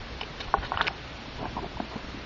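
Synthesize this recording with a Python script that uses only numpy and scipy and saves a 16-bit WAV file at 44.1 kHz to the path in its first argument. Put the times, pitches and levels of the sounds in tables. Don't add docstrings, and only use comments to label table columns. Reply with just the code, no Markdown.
import sys
import numpy as np
from scipy import signal
from scipy.io import wavfile
from scipy.ndimage import uniform_filter1d

SR = 44100
rng = np.random.default_rng(int(sys.argv[2]) if len(sys.argv) > 2 else 0)


def gain_from_db(level_db):
    decades = np.asarray(level_db, float) / 20
    return 10 ** decades


def dump(signal):
    limited = np.clip(np.atleast_2d(signal).T, -1, 1)
    pcm = np.round(limited * 32767).astype(np.int16)
    wavfile.write(sys.argv[1], SR, pcm)


N = 99225


def rms_one(x):
    return x / np.sqrt(np.mean(x ** 2) + 1e-20)


def drift(rate_hz):
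    r = np.exp(-2 * np.pi * rate_hz / SR)
    noise = rng.standard_normal(N + SR)
    return rms_one(signal.lfilter([1], [1, -2 * r, r * r], noise)[SR:])


def ring(force, mode_hz, t60_s):
    r, w = gain_from_db(-60 / (t60_s * SR)), 2 * np.pi * mode_hz / SR
    return signal.lfilter([0, np.sin(w)], [1, -2 * r * np.cos(w), r * r], force + 1e-18)


def body(force, colour_hz, modes, octaves, spread_db):
    sound = 0
    for mode_hz, level_db, t60_s in modes:
        near_db = -6 * (np.log2(mode_hz / colour_hz) / octaves) ** 2
        gain_db = level_db + near_db + spread_db * rng.standard_normal()
        sound = sound + gain_from_db(gain_db) * ring(force, mode_hz, t60_s)
    return sound


def taps(rows, modes, octaves, snap_cycles):
    out, size = np.zeros(N + SR), SR // 6
    t = np.arange(size) / SR
    for start_s, peak_db, colour_hz, ring_db in rows:
        turns = t * colour_hz
        cycles = snap_cycles * (colour_hz / 1000) ** 0.6
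        swell = (turns / cycles * np.exp(1 - turns / cycles)) ** 2
        snap = np.sin(2 * np.pi * turns) * swell
        rung = body(snap, colour_hz, modes, octaves, spread_db=1.5)
        sound = snap + gain_from_db(ring_db) * rung / np.abs(rung).max()
        i = int(start_s * SR)
        out[i:i + size] += gain_from_db(peak_db) * sound / np.abs(sound).max()
    return out[:N]


def rubs(rows, modes, octaves, slips_per_s, uneven_db):
    out, size = np.zeros(N + SR), SR // 3
    t = np.arange(size) / SR
    for start_s, length_s, level_db, colour_hz in rows:
        chance, sign, strength = rng.random((3, size))
        slips = (chance < slips_per_s / SR) * np.sign(sign - 0.5)
        slips = slips * gain_from_db(-uneven_db * np.log(strength + 0.03))
        soft = signal.butter(2, min(2.32 * colour_hz, 9000), fs=SR, output="sos")
        swell = np.sin(np.pi * np.clip(t / length_s, 0, 1)) ** 0.5
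        sound = body(signal.sosfilt(soft, slips) * swell, colour_hz, modes, octaves, spread_db=0.5)
        rms = np.sqrt(np.sum(sound ** 2) / (length_s * SR) + 1e-20)
        i = int(start_s * SR)
        out[i:i + size] += gain_from_db(level_db) * sound / rms
    return out[:N]


# mode_hz [Hz], level_db [dB], t60_s [s]
CASE_MODES = [(422.5, 10, 0.066), (610, -36.5, 0.18), (794, 3, 0.037), (940, -3.5, 0.032), (1092, 1, 0.016),
              (1471, -2.5, 0.041), (1717, 2.5, 0.01), (2420, 1, 0.0083), (2710, -12, 0.011),
              (3000, -1.5, 0.018), (3620, -3, 0.009), (3750, -6.5, 0.033), (4164, -3, 0.023),
              (5143, -13, 0.052)]
# [dB, ring re snap]
CASE_CLICKS = [(.2110, -21, 3000, 8), (.2130, -24, 1010, 1), (.2135, -31, 5040, -8), (.2150, -26, 2640, -1),
               (.2330, -25.5, 2680, 12), (.5398, -6.5, 1070, 11), (.5395, -20.5, 1650, -3),
               (.5420, -28.5, 410, 36.5), (.5455, -16.5, 722, -6), (.5855, -30, 1450, -17),
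               (.7190, -13, 1080, 0.5), (.7255, -29, 805, -7), (.7738, -21.5, 2990, -1),
               (.7735, -14, 1170, -12), (.7900, -32, 1450, -1), (.7945, -26, 1500, 9),
               (.8035, -21, 1500, 6), (.8100, -7, 1450, -12.5), (.8130, -14.5, 1080, -3),
               (.8145, -13.5, 3430, -14), (.8435, -28, 3350, -15), (.8685, -17, 2620, -11),
               (.8810, -18, 1730, -5.5), (.8750, -17, 2140, -18), (.8800, -12.5, 2500, -13.5),
               (.8795, -22, 4800, -31), (.8840, -19.5, 1140, -15.5), (.9085, -39, 794, -3)]
# start_s [s], length_s [s], level_db [dB], colour_hz [Hz]
CASE_CREAKS = [(.21, .03, -45.5, 890), (.375, 0.09, -48, 2500), (.397, 0.021, -36.5, 3900),
               (.398, 0.015, -40, 1390), (.438, 0.015, -47, 3050), (.475, .02, -42.5, 1200),
               (.55, 0.037, -38, 910), (.615, 0.051, -38.5, 1300), (.73, 0.034, -34.5, 1300),
               (.780, 0.04, -31, 1500), (.811, 0.025, -38.5, 3000), (.82, 0.077, -38.5, 1490),
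               (.866, 0.014, -34, 2910), (.885, 0.052, -43.5, 900), (.80, 0.068, -42, 400),
               (.872, 0.01, -35, 5000), (.625, .055, -43.5, 3000), (.215, 0.027, -43.5, 430)]


def plastic_case():
    clicks = taps(CASE_CLICKS, CASE_MODES, octaves=0.72, snap_cycles=0.85)
    creaks = rubs(CASE_CREAKS, CASE_MODES, octaves=0.6, slips_per_s=2000, uneven_db=3)
    return clicks + creaks


# mode_hz [Hz], level_db [dB], t60_s [s]
BOX_MODES = [(140, -17.5, 0.047), (226, -3.5, 0.062), (294, -3, 0.039), (400, 3, 0.026), (660, -5.5, 0.014),
             (730, 5.5, .035), (863, 9, 0.016), (987, 14, 0.023), (1500, -11.5, 0.015), (1630, -10, .02)]
# [dB, ring re snap]
TAPE_PICKS = [(1.257, -39, 950, 11), (1.279, -34.5, 235, -3), (1.398, -36, 520, -1), (1.4275, -28, 695, -6),
              (1.424, -28.5, 277, 17), (1.448, -34, 880, 0), (1.4535, -25, 800, 2), (1.463, -31, 684, 6),
              (1.4545, -28.5, 1600, 1), (1.567, -29, 280, -3), (1.632, -34.5, 333, -6),
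              (1.566, -25.5, 930, 0), (1.5765, -26, 895, -6), (1.590, -28.5, 850, 6), (1.6285, -31, 840, 2),
              (1.643, -29, 700, -6), (1.770, -28.5, 970, -2), (1.800, -21, 730, 1), (1.801, -27.5, 1530, 4),
              (1.801, -21, 245, -16.5), (1.956, -32, 756, -9), (1.959, -25.5, 256, 0),
              (2.043, -33.5, 263, 6), (2.144, -27, 247, -7), (2.173, -33, 220, -5)]
# start_s [s], length_s [s], level_db [dB], colour_hz [Hz]
TAPE_RUBS = [(1.37, 0.096, -38.5, 400), (1.425, 0.051, -38.5, 545), (1.49, 0.11, -45, 200),
             (1.55, 0.045, -37.5, 900), (1.57, 0.069, -42, 250), (1.62, .05, -38, 350),
             (1.81, 0.046, -40, 148), (1.91, 0.039, -43, 950), (1.98, 0.024, -46, 910),
             (1.955, 0.015, -34.5, 300), (2.03, .2, -51, 250)]


def taped_box():
    picks = taps(TAPE_PICKS, BOX_MODES, octaves=1.3, snap_cycles=1.5)
    thumb = rubs(TAPE_RUBS, BOX_MODES, octaves=1, slips_per_s=980, uneven_db=4)
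    return picks + thumb


# freq_hz [Hz], density_db [dB per Hz]
HISS_SPECTRUM = [(80, -5), (130, 0.5), (180, -1.5), (530, -5), (3000, -11.5), (4500, -14.5), (6000, -24.5),
                 (7400, -37.5)]


def hiss():
    out, white = 0, rng.standard_normal((2, N))
    edges_hz = 70 * 2 ** np.arange(0, 7.1, 1 / 3)
    freq_hz, density_db = np.transpose(HISS_SPECTRUM)
    for k, (low_hz, high_hz) in enumerate(zip(edges_hz, edges_hz[1:])):
        sos = signal.butter(2, [low_hz, high_hz], "band", fs=SR, output="sos")
        band = signal.sosfilt(sos, white[k % 2])
        band_db = np.interp(np.log(low_hz * high_hz) / 2, np.log(freq_hz), density_db)
        out = out + band * gain_from_db(band_db + 0.67 * drift(4.1))
    return gain_from_db(-41.5) * rms_one(out)


# time_s [s], level_db [dB]
HAND_SHAKE = [
    (0.0, -37),
    (0.26, -38.5),
    (0.27, -43),
    (0.68, -31.5),
    (0.96, -42.5),
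    (2.25, -41),
]


def rumble():
    time_s, level_db = np.transpose(HAND_SHAKE)
    sos = signal.butter(2, [15, 83], "band", fs=SR, output="sos")
    low = rms_one(signal.sosfilt(sos, rng.standard_normal(N + SR))[SR:])
    shake_db = np.interp(np.arange(N) / SR, time_s, level_db) - 7.0
    return low * gain_from_db(shake_db + 4.4 * drift(18))


def hum():
    pitch_hz = 59.8 + 0.3 * drift(2)
    level_db = -47.5 + drift(2)
    return gain_from_db(level_db) * np.sin(2 * np.pi * np.cumsum(pitch_hz) / SR)


def gate(x):
    hz, _, z = signal.stft(x, SR, "cosine", nperseg=1408, noverlap=704)
    power = uniform_filter1d(np.abs(z) ** 2, size=3, axis=0)
    loud_db = 10 * np.log10(power[hz > 400].sum(axis=0) + 1e-20)
    excess_db = np.maximum(loud_db - np.median(loud_db), 0)
    over_db = signal.lfilter([1], [1, -0.6], excess_db)
    wander = rng.standard_normal((len(hz) // 10 + 1, z.shape[1]))
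    wander = np.repeat(wander, 10, axis=0)[:len(hz)]
    limit_db = -86.5 + 0.55 * np.minimum(over_db, 14) + 7.5 * wander
    muted = (hz[:, None] > 4200) & (power < gain_from_db(limit_db) ** 2)
    gain = np.where(muted, gain_from_db(-29.5), 1)
    return signal.istft(z * gain, SR, "cosine", nperseg=1408, noverlap=704)[1][:N]


def scene():
    return (plastic_case() + taped_box() + hiss() + rumble() + hum())[None]


def band_limit(x):
    return signal.sosfilt(signal.butter(12, 7450, fs=SR, output="sos"), x)


def record(dry):
    steep = signal.cheby2(14, 60, 7850, fs=SR, output="sos")
    mix = signal.sosfilt(steep, gate(dry[0]))
    return band_limit(mix[None])


dry = scene()
out = record(dry)
dump(out)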